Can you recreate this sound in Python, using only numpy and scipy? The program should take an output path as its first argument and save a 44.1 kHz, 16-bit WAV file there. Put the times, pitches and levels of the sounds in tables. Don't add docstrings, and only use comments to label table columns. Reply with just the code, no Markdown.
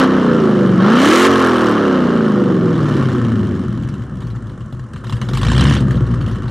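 import sys
import numpy as np
from scipy import signal
from scipy.fft import rfft, irfft, next_fast_len
from scipy.io import wavfile
from scipy.ndimage import uniform_filter1d

SR = 44100
rng = np.random.default_rng(int(sys.argv[2]) if len(sys.argv) > 2 else 0)


def field_ratio(decibels):
    return 10 ** (np.asarray(decibels, dtype=float) / 20)


def output_pcm(signal):
    pcm = np.clip(np.atleast_2d(signal).T, -1, 1) * 32767
    wavfile.write(sys.argv[1], SR, np.round(pcm).astype(np.int16))


N = 286650

# (time [s], firing rate [Hz])
ENGINE_SPEED = [(0.0, 263), (0.14, 259.5), (0.42, 220.3), (0.72, 185.5), (0.79, 183.3), (0.86, 201.9),
                (1.12, 322), (1.21, 358.5), (1.28, 372.7), (1.36, 365), (1.55, 326.5), (2.57, 180.3),
                (4.95, 39.0), (5.36, 48.6), (5.5, 61.5), (5.7, 72.3), (6.13, 58.9), (6.5, 53.5)]
# (time [s], pressure pulse [dB], gas flow [dB], relative gas speed at the tips [-0.4 to 1])
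DRIVE = [(0.0, -8.5, -10, 0.6), (0.08, -11, -18, 0.0), (0.76, -10.5, -24, 0.15), (0.84, -10.5, -15, 0.0),
         (1.06, -8.5, -12, 1), (1.26, -10, -11.5, 1.0), (1.29, -11, -13, 0.4), (1.81, -12, -17.5, 0.02),
         (2.6, -12.5, -27.5, 0.04), (2.97, -13, -24.5, 0.39), (3.88, -21, -40, 0.35),
         (4.1, -28, -40.5, -0.4), (4.25, -25.5, -42, -0.2), (4.9, -29, -44.5, -0.4), (5.28, -21, -37, -0.3),
         (5.65, -8.5, -30, 0.5), (5.87, -15, -32.5, -0.1), (6.4, -21, -35.5, 0.1)]
# (opens [s], shuts [s])
THROTTLE = [
    (-0.4, 0.075),
    (0.783, 1.28),
    (5.35, 5.75),
]
# (multiple of the two-turn cycle [1], level [dB])
SIDE_LINES = [(2, -10), (3, -12), (4, -17), (5, -3), (6, 2), (7, -3.5), (9, 3), (10, 1), (11, 5), (12, -13),
              (13, 2.5), (14, 9), (15, 0), (17, 10), (18, -1.5), (19, -6), (20, 8.5), (21, 2.5),
              (22, -26.5), (23, 11), (24, 4), (25, -17.5), (26, -4), (27, -17.5), (28, 9.5), (29, -12.5),
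              (30, -19), (31, -8.5), (32, 8)]
# (frequency [Hz], width [Hz], level [dB])
PIPE_MODES = [(61, 59, -11), (115.2, 27.4, 4.5), (221.8, 65.3, 1.5), (369.7, 29.5, -1), (484.6, 27.3, -9.5),
              (599, 112, -21.5)]
PUFF_LEVELS = [-0.5, -8, -4.5, -19, -0.5, -4.5, -7, -8]
# (frequency [Hz], level [dB per Hz])
GAS_COLOUR = [(290, 7.5), (500, 7.5), (586, 3), (676, -1.5), (889, -3), (1140, 0), (1310, 2), (1560, -3),
              (1750, -7), (2510, -42), (3070, -22.5), (5000, -30), (7380, -39), (12000, -51.5),
              (15600, -61.5)]
# (frequency [Hz], width [Hz], level [dB])
GROUND_RIPPLES = [(774, 186, -3.5), (2506, 454, 13.5), (4750, 370, -2.5)]
# (frequency [Hz], width [Hz], level [dB])
TIP_RINGS = [(1092, 71, 4), (1806, 80, 3), (2950, 290, 3), (4050, 59, 3), (5730, 89, 1.5), (7640, 400, 1.5),
             (9100, 940, 2.5)]
# (from [s], a crack at [s], to [s], first level [dB], last level [dB])
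CRACK_RUNS = [
    (0.02, 0.0373, 0.05, -15, -15),
    (0.9, 1.0268, 1.07, -22, -7),
    (1.075, 1.2034, 1.275, -10, -7),
    (1.3, 1.4938, 1.74, -13, -23),
    (1.29, 1.608, 1.72, -18, -22),
    (1.86, 1.8774, 1.89, -22, -22),
]
# (from [s], a pop at [s], to [s], first level [dB], last level [dB])
BLIP_RUNS = [
    (5.42, 5.5161, 5.615, -21, -16),
    (5.618, 5.5161, 5.77, -18, -23),
]
# (time [s], peak level [dB])
IDLE_POPS = [(3.4481, -36), (3.5604, -33), (3.725, -33), (3.8337, -31.5), (3.8876, -31), (3.939, -31.5),
             (3.9933, -42), (4.02, -35.5), (4.1696, -36), (4.2044, -31.5), (4.221, -32), (4.27, -35),
             (4.3026, -37), (4.358, -34), (4.47, -35), (4.4942, -35), (4.6059, -34), (4.725, -35),
             (4.7944, -34), (4.9337, -29.5), (4.9603, -28.5), (5.0433, -27), (5.0682, -28.5), (5.0956, -23),
             (5.1242, -20.5), (5.1672, -32), (5.215, -17), (5.2877, -20.5), (5.3336, -16.5), (5.3497, -22)]
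# (time [s], peak level [dB])
POPS = [(2.8894, -26), (3.1266, -26), (5.3722, -16), (5.4142, -18), (5.6923, -19), (5.721, -20.5),
        (5.8046, -26), (5.8695, -28.5), (5.908, -21), (5.9204, -39), (5.9539, -30), (5.9692, -31),
        (6.0097, -46), (6.0651, -30), (6.1116, -27.5), (6.1429, -33), (6.2108, -25.5), (6.2626, -27),
        (6.2826, -26.5), (6.3114, -32), (6.3567, -32), (6.4313, -34), (6.4582, -50), (6.4806, -29)]
# (time [s], peak level [dB])
THUMPS = [(3.673, -10), (3.781, -11), (3.833, -15), (3.994, -15), (4.155, -17), (4.603, -16), (4.724, -17),
          (4.794, -18), (4.947, -16), (5.124, -10), (5.22, -11), (5.328, -10), (5.485, -4), (5.714, -5),
          (5.96, -5), (6.361, -12), (6.434, -11)]
# (frequency [Hz], left over right [dB])
TILT = [(60, 0.5), (110, 2.5), (200, 1.0), (380, -2.0), (700, -2.0), (1290, 0.0), (2380, -1.0),
        (4400, -0.5), (8120, -0.5), (15000, 0.0)]
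# (frequency [Hz], level [dB])
ECHO_COLOUR = [(60, -31.5), (500, -20.5), (2000, -25.5), (3100, -29), (4400, -23), (5600, -15), (8500, -13),
               (10500, -12.5), (11800, -42)]

KNEE_HZ = 195


def evened(x):
    return x / np.sqrt(np.mean(x ** 2) + 1e-20)


def read(points, hz):
    f, value = np.transpose(points)
    return np.interp(np.log(hz + 1), np.log(f + 1), value)


def curves(rows):
    s, *columns = np.transpose(rows)
    return [np.interp(np.arange(N) / SR, s, c) for c in columns]


def colour(x, gain):
    size = next_fast_len(N + SR // 2)
    return irfft(rfft(x, size) * gain(np.fft.rfftfreq(size, 1 / SR)), size)[..., :N]


def levelled(x, seconds):
    return x / np.sqrt(uniform_filter1d(x ** 2, int(seconds * SR)) + 1e-12)


def band(x, lo_hz, hi_hz):
    return signal.sosfilt(signal.butter(3, [lo_hz, hi_hz], "bandpass", fs=SR, output="sos"), x)


def impulses(rows, offset_db):
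    s, db = np.transpose(rows)
    out = np.zeros(N)
    out[(s * SR).astype(int)] = field_ratio(db + offset_db)
    return out


def controls():
    t = np.arange(N) / SR
    s, rate = np.transpose(ENGINE_SPEED)
    hz = np.exp(np.interp(t, s, np.log(rate)))
    snap_s = 0.01
    opened = 1. * sum((t > a) & (t < b) for a, b in THROTTLE)
    return (hz, *curves(DRIVE), uniform_filter1d(opened, int(snap_s * SR)))


def pipe(hz):
    total = 0
    for k, (f, width, db) in enumerate(PIPE_MODES):
        total = total + (-1) ** k * field_ratio(db) * 1j * hz * width / (f ** 2 - hz ** 2 + 1j * hz * width)
    return total


def yard_air():
    return field_ratio(-72) * evened(band(rng.standard_normal((2, N)), 5000, 10000))


def wall_echoes(car):
    taps = rng.standard_normal(6000) * (rng.random(6000) < .05) * np.exp(-np.arange(6000) / 600)
    echo = signal.oaconvolve(car, taps / np.linalg.norm(taps))[:N]
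    return colour(echo, lambda f: field_ratio(read(ECHO_COLOUR, f)))


def gas_gain(hz):
    bumps = sum(db * np.exp(-((hz - f) / w) ** 2) for f, w, db in GROUND_RIPPLES + TIP_RINGS)
    return field_ratio(read(GAS_COLOUR, hz) + bumps)


def gas_noise(patchy_db):
    a, b, patches = rng.standard_normal((N // 64 + 5, 129, 3)).T
    patches = uniform_filter1d(patches, size=2, axis=0)
    patches = evened(uniform_filter1d(patches, size=7, axis=1))
    spectrum = (a + 1j * b) * field_ratio(patchy_db * np.minimum(patches, 1.8))
    return colour(signal.istft(spectrum, nperseg=256, noverlap=192)[1][:N], gas_gain)


def rasp(firings):
    fired = np.diff(np.floor(firings), prepend=0) > 0
    cylinder = firings.astype(int) % 8
    shared, *own = rng.standard_normal((9, 400)) * np.exp(-np.arange(400) / 110)
    out = np.zeros(N)
    for which, (db, train) in enumerate(zip(PUFF_LEVELS, own)):
        out += signal.oaconvolve(fired * (cylinder == which), field_ratio(db) * (.6 * shared + train))[:N]
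    return levelled(band(colour(out, gas_gain), 377, 3380), 0.16)


def gas(firings, hz, flow_db, push):
    count = firings.astype(int)
    chance = np.clip(rng.standard_normal((count[-1] + 1, 3)), -3, 1.5)[count].T
    spread_db = 2.4 * (60 / hz) ** 0.2 * (0.43 * chance + 0.36 * chance.sum(0))
    since_firing_s = (firings % 1) / hz
    puff = field_ratio(np.array(PUFF_LEVELS)[count % 8] + spread_db) * np.exp(-since_firing_s / 0.0036)
    puff = uniform_filter1d(puff, size=36, axis=1)
    noise = gas_noise(patchy_db=2.0)

    locked = np.clip(hz / 430, .1, .5)
    roar = levelled((.7 + puff[0]) * band(noise, 550, 2300), .15)
    roar = np.sqrt(1 - locked) * roar + np.sqrt(locked) * rasp(firings)

    bite = levelled((0.89 + puff[1]) * band(rng.standard_normal(N), 1760, 2440), .15)
    bite_db = -27 + 14.5 * push

    steady = np.clip((-33 - uniform_filter1d(flow_db, SR // 3)) / 18, 0, .45)
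    hiss = (.14 + steady + hz / 900 + puff[1]) * band(noise, 2300, 6000)
    hiss_db = -10 - 0.093 * (flow_db + 22.5) + 7.5 * push

    fizz = band(noise, 6350, 10820) + field_ratio(0.22 * (flow_db + 25.5)) * band(noise, 10620, 14400)
    fizz = fizz + field_ratio(np.minimum(1.5 * (flow_db + 19), 4)) * band(noise, 13800, 16500)
    fizz = (.17 + puff[2]) * fizz
    fizz_db = -25 - 0.47 * (flow_db + 26.5) + (13.5 + 6.5 * np.log2(hz / 200)) * push

    blast = roar + field_ratio(bite_db) * bite
    blast = blast + field_ratio(hiss_db - 3.9) * levelled(hiss, 0.29) + field_ratio(fizz_db - 4.1) * levelled(fizz, .2)
    return field_ratio(flow_db - 0.2) * blast


def runs(rows, firings, count, spread_db):
    t, found = np.arange(N) / SR, []
    for start, anchor, end, first_db, last_db in rows:
        s = np.interp(firings[int(anchor * SR)] + count * np.arange(-40, 41), firings, t)
        db = np.interp(s, [start, end], [first_db, last_db])
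        db = db + spread_db * np.clip(rng.standard_normal(len(s)), -2, 1.5)
        found += [row for row in zip(s, db) if start < row[0] < end]
    return np.array(found)


def cracks(rows, roar_db, sigh_db, patchy_db, decay_s, drop_db, top_hz, bright):
    s, db = np.transpose(rows)
    t, out = np.arange(SR // 5) / SR, np.zeros(N)
    noise = signal.lfilter([1, -min(bright, 1)], 1, gas_noise(patchy_db))
    snap, roar, sigh = (0, 2300, top_hz, 1), (roar_db, 800, 2300, 1.5), (sigh_db, 2300, top_hz, 8)
    for level_db, lo_hz, hi_hz, slow in (snap, roar, sigh):
        starts = impulses(np.transpose([s, db + level_db]), drop_db)
        burst = (1 - np.exp(-t / 0.0003)) * np.exp(-t / (decay_s * slow))
        out += signal.oaconvolve(starts, burst)[:N] * levelled(band(noise, lo_hz, hi_hz), 0.012)
    return out


def all_cracks(firings):
    sharp = runs(CRACK_RUNS, firings, count=8, spread_db=1.5)
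    roar_db = -15.5 - sharp[:, 1]
    out = cracks(sharp, roar_db, sigh_db=-30, patchy_db=2.5, decay_s=.002, drop_db=-2.5, top_hz=15700, bright=.6)
    out += cracks(IDLE_POPS + POPS, roar_db=6, sigh_db=-11, patchy_db=6.0, decay_s=0.0047, drop_db=-7.5,
                  top_hz=13500, bright=0.46)
    blip = runs(BLIP_RUNS, firings, count=1, spread_db=2.5)
    return out + cracks(blip, roar_db=4, sigh_db=-14, patchy_db=5.0, decay_s=.005, drop_db=-3,
                        top_hz=11000, bright=.25)


def thumps():
    blows = np.zeros(N)
    for rows, offset_db in ((THUMPS, -1.5), (IDLE_POPS + POPS, 7)):
        hits = impulses(rows, offset_db)
        blows = np.where(hits > 0, hits, blows)
    t, ring = np.arange(SR // 5) / SR, 0
    for hz, decay_s, size in ((122, 0.038, 1), (205, 0.011, 0.54), (62, 0.04, 0.27)):
        ring = ring + size * np.exp(-t / decay_s) * np.sin(2 * np.pi * hz * t)
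    return signal.oaconvolve(blows, (1 - np.exp(-t / 0.0036)) * ring)[:N]


def rumble(firings, hz, pulse_db):
    knocks = np.diff(np.floor(firings), prepend=0) * rng.uniform(-1.76, 1.88, N)
    smear = rng.standard_normal(500) * np.exp(-np.arange(500) / 120)
    smear = smear + 14 * signal.unit_impulse(500)
    churn = 0.052 * rng.standard_normal(N)
    flow = signal.oaconvolve(knocks, smear / np.linalg.norm(smear))[:N] + churn
    full = colour(flow, lambda f: pipe(f) / (1 + (f / 2500) ** 2))
    deep = colour(flow, lambda f: pipe(f) / (1 + (f / 150) ** 4))
    even = np.clip(hz / 150 - .4, 0, .85) + 3.9 * np.minimum(np.log2(hz / 60), 0)
    share_db = -4 - 4.5 * np.log2(hz / 45)
    return field_ratio(pulse_db + share_db) * levelled(full - even * deep, .09)


def line_levels(hz, pulse_db, opened):
    octaves = np.log2(hz / KNEE_HZ)
    slow = np.minimum(octaves, 0)
    held_db = pulse_db + 35 * np.minimum(np.log2(hz / 59.1), 0)
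    once, twice = (20 * np.log10(abs(pipe(m * hz))) for m in (1, 2))
    dip_db = -10 * np.exp(-(np.log2(hz / 80.7) / 0.25) ** 2)
    fire_db = held_db - 4 + 3.5 * opened + 0.27 * once - octaves + dip_db
    octave_db = held_db - 10 + 2 * opened + 1.56 * twice - 2.5 * octaves
    even_db = held_db - 6.5 - 3 * opened + 2.6 * slow
    odd_db = held_db - 6.5 - 1.5 * opened + 5.94 * slow
    return fire_db, octave_db, even_db, odd_db


def beat(firings, hz, pulse_db, opened):
    step = 64
    hz, opened = hz[::step], opened[::step]
    fire_db, octave_db, even_db, odd_db = line_levels(hz, pulse_db[::step], opened)
    k, db = np.transpose(SIDE_LINES)[:, :, None]
    db = db + 6.5 * (k < 8) * np.clip(np.log2(KNEE_HZ / hz), 0, 1) * (1 - opened)
    db = db - 5 * opened * np.minimum(abs(np.log2(k / 6.5)), 1)
    answer = field_ratio(db) * pipe(k * hz / 8)
    for odd, near, level_db in ((0, (6, 10, 14), even_db), (1, (5, 7, 9, 11), odd_db)):
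        total = np.linalg.norm(answer[np.isin(k[:, 0], near)], axis=0)
        answer = np.where(k % 2 == odd, answer * field_ratio(level_db) / total, answer)
    k = np.append(k, (8, 16))
    answer = np.vstack([answer, field_ratio(fire_db), field_ratio(octave_db)])

    flutter = evened(uniform_filter1d(rng.standard_normal(answer.shape), 40, axis=1))
    wander = evened(uniform_filter1d(rng.standard_normal(answer.shape), 60, axis=1))
    loose = np.where(k % 8 == 0, .012, .055)[:, None] * k[:, None] * (200 / hz) ** .4
    flutter_db = np.minimum(0.47 + 2.9 * loose, 4) * np.minimum(flutter, 1.5)
    flutter_db = flutter_db - 1.7 * np.maximum(loose - 1.5, 0)
    start_phase = 2 * np.pi * (rng.random(len(k)) * (k % 8 > 0))[:, None]
    answer = answer * field_ratio(flutter_db) * np.exp(1j * (loose * wander + start_phase))

    at, out = np.arange(N) / step, np.zeros(N)
    for multiple, a in zip(k, answer):
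        points = np.arange(len(a))
        size = np.interp(at, points, abs(a))
        lag = np.interp(at, points, np.unwrap(np.angle(a)))
        out += size * np.cos(2 * np.pi * multiple * firings / 8 + lag)
    return np.sqrt(2) * out


def scene():
    hz, pulse_db, flow_db, push, opened = controls()
    firings = np.cumsum(hz) / SR
    firings += 1 - firings[int(5.516 * SR)] % 1
    car = beat(firings, hz, pulse_db, opened)
    car += rumble(firings, hz, pulse_db - 2.5 * opened)
    car += thumps() + gas(firings, hz, flow_db, push) + all_cracks(firings)
    direct = [colour(car, lambda f: field_ratio(side * read(TILT, f) / 2)) for side in (1, -1)]
    return direct + wall_echoes(car) * [[1], [-1]] + yard_air()


def low_pass(x):
    return signal.sosfilt(signal.butter(12, 15750, fs=SR, output="sos"), x)


def record(dry):
    ceiling = .94
    limited = ceiling * np.tanh(dry / ceiling)
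    bass_cut = signal.butter(3, 42, "highpass", fs=SR, output="sos")
    return low_pass(signal.sosfilt(bass_cut, limited))


dry = scene()
out = record(dry)
output_pcm(out)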